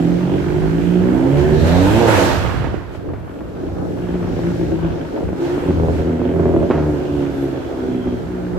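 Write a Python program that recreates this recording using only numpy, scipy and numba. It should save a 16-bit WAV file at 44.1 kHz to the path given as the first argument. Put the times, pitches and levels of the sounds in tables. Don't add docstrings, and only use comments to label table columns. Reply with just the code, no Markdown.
import sys
import numpy as np
from scipy import signal
from scipy.fft import rfft, irfft
from scipy.io import wavfile
from scipy.ndimage import uniform_filter1d
from numba import njit

SR = 44100
rng = np.random.default_rng(int(sys.argv[2]) if len(sys.argv) > 2 else 0)


def magnitude_from_level(level_db):
    exponent = np.asarray(level_db, float) / 20
    return 10 ** exponent


def output_pcm(signal):
    pcm = np.clip(np.atleast_2d(signal).T, -1, 1) * 32767
    wavfile.write(sys.argv[1], SR, np.round(pcm).astype(np.int16))


N = 378378
T = np.arange(N) / SR

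# time in seconds, firing rate in Hz.
FIRING_RATE = [(0.0, 41.82), (0.45, 48.97), (0.77, 56.5), (1.19, 64.67), (1.44, 74.68), (1.59, 78.07),
               (1.72, 86.2), (1.86, 98.14), (2.0, 117.8), (2.05, 114.9), (2.18, 95.45), (2.5, 81.77),
               (3.03, 63.6), (4.23, 57.88), (5.14, 52.75), (5.4, 68.49), (5.56, 72.97), (5.66, 82),
               (5.84, 81.36), (6.2, 82.38), (6.52, 84), (6.64, 78.13), (6.9, 74.5), (7.6, 65.53),
               (8.58, 59.12)]
# time in seconds, exhaust note in dB, load from 0 to 1.
THROTTLE = [(0.0, -19.5, 0), (0.55, -19.5, 0), (1.05, -16, 0.4), (1.4, -16, 0.8), (2.05, -13, 0.75),
            (2.22, -20.5, 0.81), (2.4, -36.5, 0.56), (2.84, -44, 0.75), (3.6, -33.5, 0.5), (4.3, -22, 0.19),
            (4.9, -20.5, 0.17), (5.15, -25.5, 0.25), (5.7, -19, 0.42), (5.8, -24, 0.63), (6.55, -16.5, 0.7),
            (7.2, -19.5, 0.42), (7.75, -21, 0.42), (8.58, -25.5, 0.1)]
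# time in seconds, misfire scatter in dB,
# lope as the share of a period by which every second firing comes late.
BURN = [(0, .9, .014), (2.05, 1.1, .014), (2.3, 6, .03), (3.0, 6, .025), (4, 4.5, .02), (5, 4, .02),
        (5.36, 3.5, .02), (5.4, 1.8, .015), (5.57, 1.8, .015), (5.62, 4.5, .1), (5.72, 4, .1),
        (5.8, 4.5, .04), (6.12, 5, .045), (6.25, 6, .08), (6.66, 6, .08), (6.71, 2.5, .04),
        (6.88, 2.2, .015), (8, 2.5, .015), (8.1, 4, .015), (8.3, 1.5, .015), (8.58, 1.5, .015)]
CYLINDER_DB = [0.25, -0.24, -0.5, 0.37]
# middle in seconds, length in seconds, level in dB.
NOTE_DIPS = [(5.1, .05, -5), (2.8, .12, -5), (2.054, 0.08, -8), (5.17, .08, -8), (5.362, .06, -4),
             (2.858, 0.103, -7), (4.278, 0.13, -4.5), (5.023, 0.086, -7), (5.623, 0.066, -9),
             (6.305, 0.079, -3), (6.69, 0.049, -6), (7.014, 0.15, -5.5), (7.673, 0.13, -11.5),
             (8.223, 0.097, -18.5)]
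# frequency in Hz, width in Hz.
PIPE_MODES = [(88, 45), (135, 58), (178, 40.7), (236, 32), (275, 64.5), (362, 65.4)]
MODE_DB = [-21.5, -18.5, -4.5, -20, -6, -5.5]
MODE_LOAD_DB = [16.5, 1.5, -5, 3, -2.5, -3.5]
# frequency in Hz, width in Hz, level in dB.
OVERTONES = [(449, 60, -11.5), (556.5, 52, -11), (680, 51, -17), (894.3, 80, -25)]
# frequency in Hz, width in Hz.
NOTCH = (204, 46)
# middle in seconds, length in seconds, mode in Hz, level in dB.
BAYS = [(0.08, 0.32, 178, 8), (0.63, 0.54, 178, 5.5), (0.039, 0.19, 275, 9.5), (0.94, .35, 135, -16),
        (1.689, 0.13, 88, 3.5), (2.13, 0.17, 88, 4.5), (0.43, 1, 236, -20), (0.33, 0.46, 135, 9),
        (1.563, 0.176, 178, 3.5), (6.86, 0.18, 88, 6), (6.45, 0.61, 362, 2), (7.4, 0.43, 275, -0.5),
        (5.77, 0.16, 88, 6.5), (6.22, 0.157, 88, -6), (6.27, 0.15, 178, -7), (6.42, 0.11, 178, 3),
        (6.19, 0.2, 236, 13), (7.1, 0.21, 236, 2), (6.85, 0.17, 135, 4), (6.92, 0.073, 275, 4),
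        (6.5, 0.1154, 178, -1), (4.15, 0.29, 178, 4), (4.33, 0.13, 178, -5), (5.2, 0.1095, 178, -15),
        (4.876, 0.56, 178, 5.5), (4.6, 0.051, 362, 5), (5.2, 0.055, 362, 1), (1.025, 0.33, 178, 5),
        (1.209, 0.39, 275, 7), (1.335, 0.2, 135, 13.5), (1.47, 0.248, 362, 12), (1.475, 0.26, 275, -27),
        (1.75, 0.19, 362, -33), (1.97, 0.7, 178, 5.5), (1.982, 0.32, 236, 8), (0.43, 0.28, 362, 5),
        (6.4, 0.11, 88, 3), (4.874, 0.72, 178, -5), (4.86, 0.96, 275, -4.5), (4.77, 0.63, 362, -5.5),
        (6, 0.23, 362, 10), (5.71, 0.091, 362, 3), (5.97, 0.34, 362, -9.5), (5.1, 0.23, 236, 3.5),
        (5.9, 0.34, 275, -1.5), (8.0, 0.46, 236, 13), (8.1, 0.075, 88, 13.5), (8.504, 0.26, 178, 5),
        (7.83, 0.69, 178, -6), (5.9, 0.35, 88, 5)]
# middle in seconds, length in seconds, pitch in Hz, level in dB.
HOWLS = [(1.338, 0.15, 569, -26), (1.458, .1, 376.2, -14.5), (1.55, 0.067, 386, -17.5),
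         (1.68, .14, 600, -26), (1.88, .3, 896, -32), (2.074, 0.09, 898, -25), (2.07, .08, 581, -24),
         (4.192, 0.056, 350.2, -21), (4.44, .12, 335, -25.5), (4.623, 0.059, 321, -22),
         (4.737, 0.059, 324, -21.5), (4.87, .14, 324, -25), (5.43, 0.081, 345, -19),
         (5.532, 0.093, 363, -17.5), (5.69, 0.082, 369.6, -16), (5.86, .12, 410, -26),
         (6.24, .07, 371, -16), (6.46, 0.087, 340.1, -18.5), (6.58, .12, 320, -20.5),
         (6.92, 0.073, 299, -21), (7.03, 0.11, 367, -23)]
# middle in seconds, length in seconds, level in dB, push 1 or suck -1.
BARKS = [
    (2.045, 0.094, -13, 1),
    (1.77, .3, -30, 1),
    (5.85, 0.21, -23, 1),
    (6.5, .32, -22, -1),
]
# time in seconds, left minus right in dB, left delay in ms.
SIDES = [(0, -4.5, 0.23), (2.0, -8, 0.11), (2.76, -12.5, 0.73), (2.86, -0.5, 0.55), (4.8, 2, 0.4),
         (5.3, 0, 0.42), (6.5, -3, 0.14), (8.58, -1, 0.088)]
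# frequency in Hz, density in dB per Hz.
HALL_SPECTRUM = [(18, -44), (30, -2), (75, 4), (206, -6.5), (285, 7.5), (486, 0), (994, -15.5),
                 (1500, -15.5), (4000, -81), (5200, -78), (8800, -120)]
# time in seconds, air flow in dB.
AIR_FLOW = [(0.0, -46.5), (1.22, -45.5), (1.6, -40), (1.68, -36), (1.98, -33), (2.06, -33), (2.2, -27.5),
            (2.6, -46.5), (2.87, -60), (3.5, -57), (4.44, -48), (5.35, -52), (5.45, -44), (5.8, -48.5),
            (6.02, -49.5), (6.21, -52), (6.52, -50), (7.53, -50), (8.58, -53.5)]
# middle in seconds, half length in seconds, level in dB.
CHUFFS = [
    (2.95, .035, 9),
    (5.97, 0.062, 3.5),
    (1.4, .03, 3),
    (1.68, 0.025, 2.5),
]
# frequency in Hz, density in dB per Hz.
RASP_SPECTRUM = [(290, -18), (500, 6), (567, -1), (624, 3), (909, -1.5), (981, -4.5), (1250, -15.5),
                 (1560, -7), (1950, -13), (3270, -17), (5000, -51), (6500, -63), (11000, -120)]
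# frequency in Hz, density in dB per Hz.
RUSH_SPECTRUM = [(1180, 1.5), (2000, -3), (3270, -8), (4190, -8), (4680, -10.5), (6740, -13.5),
                 (8050, -15.5), (9460, -20.5), (11900, -19.5), (15200, -27)]
# middle in seconds, length in seconds, level in dB.
GUSTS = [(0.01, 0.109, -32), (0.706, 0.98, -26), (1.699, 0.79, -20.5), (2.513, 0.54, -23),
         (3.965, 0.84, -35.5), (4.34, 0.24, -34), (5.288, .12, -29), (3.1, 0.45, -38.5), (4.662, .2, -31.5),
         (4.87, .18, -29), (5.918, 0.43, -29), (6.31, 0.18, -32.5), (6.608, 0.156, -34), (8.12, 0.2, -34),
         (8.58, 0.14, -35)]
# start in seconds, end in seconds, pitch in Hz, width in Hz, level in dB.
WHINE = [
    (1.5, 2.12, 3900, 750, -40),
    (3.7, 5.3, 5450, 600, -63),
    (1.35, 2.08, 1550, 280, -36),
    (6.85, 8.1, 1420, 230, -50),
    (0, 1.1, 1500, 500, -51),
    (.1, .9, 2900, 900, -55),
    (5.36, 5.82, 1500, 800, -46),
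    (7.15, 8.3, 3330, 280, -55),
    (6.85, 7.35, 2950, 300, -54),
]
# frequency in Hz, density in dB per Hz.
DUMP_SPECTRUM = [(290, -28.5), (500, -21), (740, -10), (911, -4.5), (1210, -9.5), (1590, -8), (2180, -15),
                 (8000, -27), (13000, -34), (15200, -57)]
# start in seconds, peak in dB, crack in dB relative to the thump.
POPS = [(3.766, -27, -22.5), (2.447, -17.5, -3.5), (2.49, -16.5, -4.5), (2.539, -18, -6.5), (2.618, -26, 1),
        (2.64, -13.5, -8), (2.668, -15, -20.5), (2.739, -13, -15), (3.132, -16, -10.5), (3.088, -60, -22),
        (3.412, -18.5, -43), (3.561, -21.5, -33), (3.631, -19.5, -32), (4.153, -16, -15), (4.227, -17, -13),
        (4.389, -11, -32), (4.61, -14, -15), (4.785, -19, -33), (5.204, -12.5, -31), (5.228, -13, -24),
        (5.327, -12, -22), (5.287, -14.5, -29), (5.576, -10, -30), (5.635, -13.5, -20), (5.704, -10, -23.5),
        (6.107, -18, -31), (6.214, -7.5, -35), (6.546, -7.5, -36.5), (6.699, -2.5, -21), (6.707, -3, -14),
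        (6.758, -26, -4), (8.068, -15, -35)]
# start in seconds, peak in dB.
SPITS = [(2.833, -29), (2.949, -30), (3.087, -29), (3.278, -31), (3.312, -30), (3.36, -36), (3.407, -29),
         (3.516, -40), (3.547, -34), (3.633, -31), (3.687, -31), (3.767, -30), (3.974, -28), (4.068, -27),
         (4.151, -29), (4.228, -30), (4.269, -25.5), (4.386, -27), (4.438, -28), (4.516, -30), (4.54, -28),
         (4.747, -30), (4.789, -27), (5.05, -29), (5.175, -24.5), (5.206, -30.5), (5.28, -30),
         (5.496, -24.5), (5.613, -31), (5.633, -27), (5.704, -21), (6.005, -28.5), (6.107, -34.5),
         (6.215, -31), (6.343, -34), (6.397, -28), (6.707, -17.5), (6.948, -29), (7.228, -25), (7.265, -28),
         (7.431, -32), (7.491, -35), (7.703, -30), (8.24, -36)]
# level in dB, fade in seconds, centre in Hz, width in Hz, knocks per second.
RATTLE = (-22, 0.11, 480, 697, 500)
# time in seconds, pitch in Hz, level in dB.
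SQUEAK = [
    (7.27, 11530, -72),
    (7.34, 11540, -64),
    (7.39, 11550, -57),
    (7.45, 11560, -59),
    (7.5, 11570, -63),
    (7.56, 11580, -72),
]
# low edge in Hz, high edge in Hz, margin in dB.
GATE = [(5000, 8300, -3.3), (8300, 10800, -.7), (10800, 13300, -2.2), (13300, 15500, -.9)]


def level(x, db):
    return x * magnitude_from_level(db) / np.sqrt(np.mean(x ** 2))


def even(x):
    power = uniform_filter1d(uniform_filter1d(x ** 2, 6000), 6000)
    return x / np.sqrt(power + 1e-12)


def read(table):
    s, *columns = np.transpose(table)
    return [np.interp(T, s, column) for column in columns]


def bump(s, length):
    return np.exp(-(2 * (T - s) / length) ** 4)


def pan(x, db):
    db = np.atleast_1d(db)
    return x * magnitude_from_level(np.array([db, -db]) / 2)


def delay_left(left, right, late_ms):
    return np.array([np.interp(T - late_ms / 1000, T, left), right])


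def walk(rate):
    hold = int(SR / rate)
    steps = np.repeat(rng.standard_normal(N // hold + 1), hold)
    return 1.3 * uniform_filter1d(uniform_filter1d(steps, hold), hold)[:N]


@njit
def svf(x, hz, width):
    y, b, l = np.empty(len(x)), 0., 0.
    g, k = np.tan(np.pi * hz / SR), width / hz
    for i in range(len(x)):
        v = (b + g * (x[i] - l)) / (1 + g * (g + k))
        b, l, y[i] = 2 * v - b, l + 2 * g * v, k * v
    return y


def ring(x, hz, width):
    hz, width = 1. * hz, 1. * width
    return svf(svf(x, hz, width), hz, width)


def band(x, lo_hz, hi_hz):
    return signal.sosfilt(signal.butter(N=2, Wn=[lo_hz, hi_hz], btype="band", fs=SR, output="sos"), x)


def rush(spectrum, flicker_db, rate, alike_hz):
    hz, db = np.transpose(spectrum)
    f = np.fft.rfftfreq(N, 1 / SR)
    gain = magnitude_from_level(np.interp(np.log(f + 1), np.log(np.maximum(hz, 1)), db, -120, -120))
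    alike = 1 / (1 + (f / alike_hz) ** 2)
    mid, side = rfft(rng.standard_normal((2, N))) * gain * np.sqrt([1 + alike, 1 - alike])
    ports = np.array([mid + side, mid - side])
    half_octave = 2 * np.log2(f[gain > 1e-5])
    place = 2 * np.log2(f + 1)
    out = 0
    for part in np.array_split(np.unique(np.round(half_octave)), 5):
        inside = (place > part[0] - .5) & (place <= part[-1] + .5)
        out = out + magnitude_from_level(flicker_db * walk(rate)) * irfft(ports * inside, N)
    return level(out, 0)


@njit
def fire(hz, scatter_db, lope, chance, pattern_db):
    pulses, p, k = np.zeros(len(hz) + 1), .99, 0
    for i in range(len(hz)):
        late = lope[i] * (2 * (k % 2) - 1) + .004 * scatter_db[i] * (chance[1, k + 1] - chance[1, k])
        step = hz[i] / SR / (1 + late)
        p += step
        if p >= 1:
            p, k = p - 1, k + 1
            size = 10 ** ((pattern_db[k % 4] + scatter_db[i] * chance[0, k]) / 20)
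            pulses[i] += size * p / step
            pulses[i + 1] += size * (1 - p / step)
    return pulses[:-1]


def howl(pulses):
    out = sum(magnitude_from_level(db) * bump(s, length) * even(ring(pulses, hz, 40)) for s, length, hz, db in HOWLS)
    bark = even(band(ring(pulses, 325, 430), 60, 1300))
    return out + bark * sum(way * magnitude_from_level(db) * bump(s, length) for s, length, db, way in BARKS)


def exhaust():
    note_db, load = read(THROTTLE)
    scatter_db, lope = read(BURN)
    pan_db, late_ms = read(SIDES)
    waver = 1 + .0028 * (scatter_db - 1) * walk(16)
    chance = np.clip(rng.standard_normal((2, N // 100)), -2, 2)
    pulses = fire(read(FIRING_RATE)[0] * waver, scatter_db, lope, chance, np.array(CYLINDER_DB) * 1.)
    gas = pulses - svf(pulses, 1. * NOTCH[0], 1. * NOTCH[1])

    mode_db = [db * load + 1.5 * walk(14) for db in MODE_LOAD_DB]
    for s, length, hz, db in BAYS:
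        k = np.argmin([abs(np.log(hz / f)) for f, _ in PIPE_MODES])
        mode_db[k] = mode_db[k] + db * bump(s, length)
    note, high = 0, 0
    for k, (hz, width) in enumerate(PIPE_MODES):
        note = note + (-1) ** k * magnitude_from_level(mode_db[k]) * level(ring(gas, hz, width), MODE_DB[k])
    for k, (hz, width, db) in enumerate(OVERTONES):
        high = high + (-1) ** k * magnitude_from_level(db) * even(ring(gas, hz, width))
    high = high * magnitude_from_level(-16 + 9 * load + 1.75 * scatter_db)

    dip_note_db = sum(db * bump(s, length) for s, length, db in NOTE_DIPS)
    pipe = magnitude_from_level(note_db + dip_note_db) * (note + high) + howl(pulses)
    return delay_left(pipe, pipe, late_ms) * pan(1, pan_db), pulses


@njit
def walls(x, lags, gain, damp):
    line, soft, out = np.zeros((8, 4096)), np.zeros(8), np.zeros((2, len(x)))
    for i in range(len(x)):
        total = 0.
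        for k in range(8):
            soft[k] += (1 - damp) * (gain[k] * line[k, (i - lags[k]) & 4095] - soft[k])
            total += soft[k]
            out[k % 2, i] += soft[k]
        for k in range(8):
            line[k, i & 4095] = x[i] + soft[k] - total / 4
    return out


def echo(note, bangs):
    t60_s, damp, note_send_db, bang_send_db = 1.5, .45, -16.5, -18
    lags = rng.integers(900, 3600, 8)
    send = magnitude_from_level(note_send_db) * note + magnitude_from_level(bang_send_db) * bangs
    return walls(send.mean(axis=0) + 1e-18, lags, magnitude_from_level(-60 * lags / SR / t60_s), damp)


def hum():
    pan_db, late_ms = read(SIDES)
    swell_db = 0.23 * (uniform_filter1d(read(THROTTLE)[0], SR // 4) + 24)
    left, right = magnitude_from_level(-27 + swell_db) * rush(HALL_SPECTRUM, 3.1, 16, 300.0)
    return delay_left(left, right, late_ms) * pan(1, 0.84 * pan_db)


def airflow(pulses):
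    flow_db = read(AIR_FLOW)[0] + sum(db * np.exp(-((T - s) / half) ** 2) for s, half, db in CHUFFS)
    rasp_db = -33.5 + 0.87 * (flow_db + 49) + 0.071 * (read(THROTTLE)[0] + 22)
    puff_s = .008
    puffs = signal.lfilter([1], [1, -np.exp(-1 / (puff_s * SR))], uniform_filter1d(pulses, 90))
    rasp = level((.7 + even(puffs)) * rush(RASP_SPECTRUM, 2.0, 10, 700.), -1.5)
    hiss = rush(RUSH_SPECTRUM, 0.99, 13, 300.0) * magnitude_from_level(flow_db + 4.5)
    return pan(rasp * magnitude_from_level(rasp_db) + hiss, -1.5 + 0.29 * read(SIDES)[0])


def wind():
    gusts = [magnitude_from_level(2.5 * walk(14)) * ring(rng.standard_normal(N), 70, 110) for _ in range(2)]
    breeze_db = -40
    blow = magnitude_from_level(breeze_db) + sum(magnitude_from_level(db) * bump(s, length) for s, length, db in GUSTS)
    return blow * np.array([level(gusts[0], 1.5), level(gusts[1], 5)])


def turbo():
    open_s, rise_s, jet_db = 2.07, 0.0073, -19.5
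    low_hold_s, low_fade_s, top_hold_s, top_fade_s = 0.0954, 0.24, 0.18, 0.043
    t = T - open_s
    jet = magnitude_from_level(jet_db) * np.clip(t / rise_s, 0, 1) * rush(DUMP_SPECTRUM, 0.9, 13.0, 560.0)
    low = band(jet, 300, 4500) * np.exp(-np.maximum(t - low_hold_s, 0) / low_fade_s)
    top = band(jet, 4500, 16000) * np.exp(-np.maximum(t - top_hold_s, 0) / top_fade_s)
    out = pan(low + top, -4.)
    for t0, t1, hz, width, db in WHINE:
        swell = np.sin(np.pi * np.clip((T - t0) / (t1 - t0), 0, 1)) ** .5 * magnitude_from_level(2.5 * walk(7))
        pitch = np.interp(T, [t0, t1], [1.02 * hz, .98 * hz]) + 60 * walk(4)
        glide = np.exp(2j * np.pi * np.cumsum(pitch) / SR)
        span = int(.75 * SR / width)
        breath = uniform_filter1d(uniform_filter1d(rng.standard_normal((4, N)), span), span)
        out = out + swell * level(np.real(glide * (breath[:2] + 1j * breath[2:])), db)
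    return out


def pops():
    out, pan_db = np.zeros((2, N)), read(SIDES)[0]
    t = np.arange(int(.2 * SR)) / SR
    late = np.maximum(t - .003, 0)
    push = late * np.exp(-late / 0.00036)
    thump = svf(push, 351.0, 120.0) - 0.76 * svf(push, 182.0, 160.0)
    thump = thump + 0.49 * svf(push, 86.0, 96.0) + 0.84 * svf(push, 545.0, 440.0)
    fade = (np.exp(-t / 0.0074) + .5 * np.exp(-t / 0.082)) * np.minimum(t / 0.0059, 1)
    for s, db, crack_db in POPS:
        crack = band(svf(rng.standard_normal(len(t)), 840.0, 1000.0), 250, 2120) * fade
        pop = magnitude_from_level(db - 1.0) * (thump / abs(thump).max() + magnitude_from_level(crack_db) * crack / abs(crack).max())
        i = int(s * SR)
        out[:, i:i + len(t)] += pan(pop, 1.1 * pan_db[i:i + 1])[:, :N - i]
    return out


def sputter():
    s, db = np.transpose(SPITS)
    kicks = np.zeros(N)
    kicks[(s * SR).astype(int)] = magnitude_from_level(db - 3)
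    spit_ring_s = .008
    fade = signal.lfilter([1], [1, -np.exp(-1 / (spit_ring_s * SR))], kicks)
    spit = band(fade * level(svf(rng.standard_normal(N), 660.0, 700.0), 0), 350, 1550)

    db, fade_s, hz, width, rate = RATTLE
    rattle_s = 6.712
    t = np.maximum(T - rattle_s, 0)
    knocks = (rng.random(N) < rate / SR) * rng.standard_normal(N) + 0.041 * rng.standard_normal(N)
    rattle = level(band(ring(knocks, hz, width), 200, 2260), db)
    rattle = rattle * np.minimum(t / .004, 1) * np.exp(-t / fade_s)
    return pan(spit + rattle, read(SIDES)[0])


def brake():
    hz, db = read(SQUEAK)
    on = uniform_filter1d(1. * (T > SQUEAK[0][0]) * (T < SQUEAK[-1][0]), 3000)
    tone = np.sin(2 * np.pi * np.cumsum(hz + 40 * walk(90)) / SR) * magnitude_from_level(db + 2.5 * walk(60))
    return pan(on * tone, -1.5)


def scene():
    note, pulses = exhaust()
    bangs = pops() + sputter()
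    out = note + bangs + echo(note, bangs)
    return out + hum() + airflow(pulses) + wind() + turbo() + brake()


def gate(x):
    f, _, z = signal.stft(x, SR, nperseg=2048)
    power = (abs(z[:, :1024]) ** 2).sum(axis=0).reshape(128, 8, -1).mean(axis=1)
    band_db = 10 * np.log10(power + 1e-20)
    band_db[88:] = band_db[84]
    dip_db = band_db - uniform_filter1d(band_db, 11, axis=0)
    low_hz = f[:1024:8]
    margin_db = sum(db * (low_hz >= lo) * (low_hz < hi) for lo, hi, db in GATE)
    mute = (dip_db < margin_db[:, None]) & (margin_db[:, None] < 0)
    z[:, :1024] *= np.repeat(1 - mute, 8, axis=0)
    return signal.istft(z, SR, nperseg=2048)[1][:, :N]


def top_cut(x):
    return signal.sosfilt(signal.butter(12, 15500, fs=SR, output="sos"), x)


def record(dry):
    thin = signal.sosfilt(signal.butter(2, 52, "high", fs=SR, output="sos"), dry)
    hiss = level(band(rng.standard_normal(dry.shape), 10500, 13000), -69)
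    rounded = np.tanh(.85 * (thin + hiss)) / .85
    return top_cut(gate(rounded))


dry = scene()
out = record(dry)
output_pcm(out)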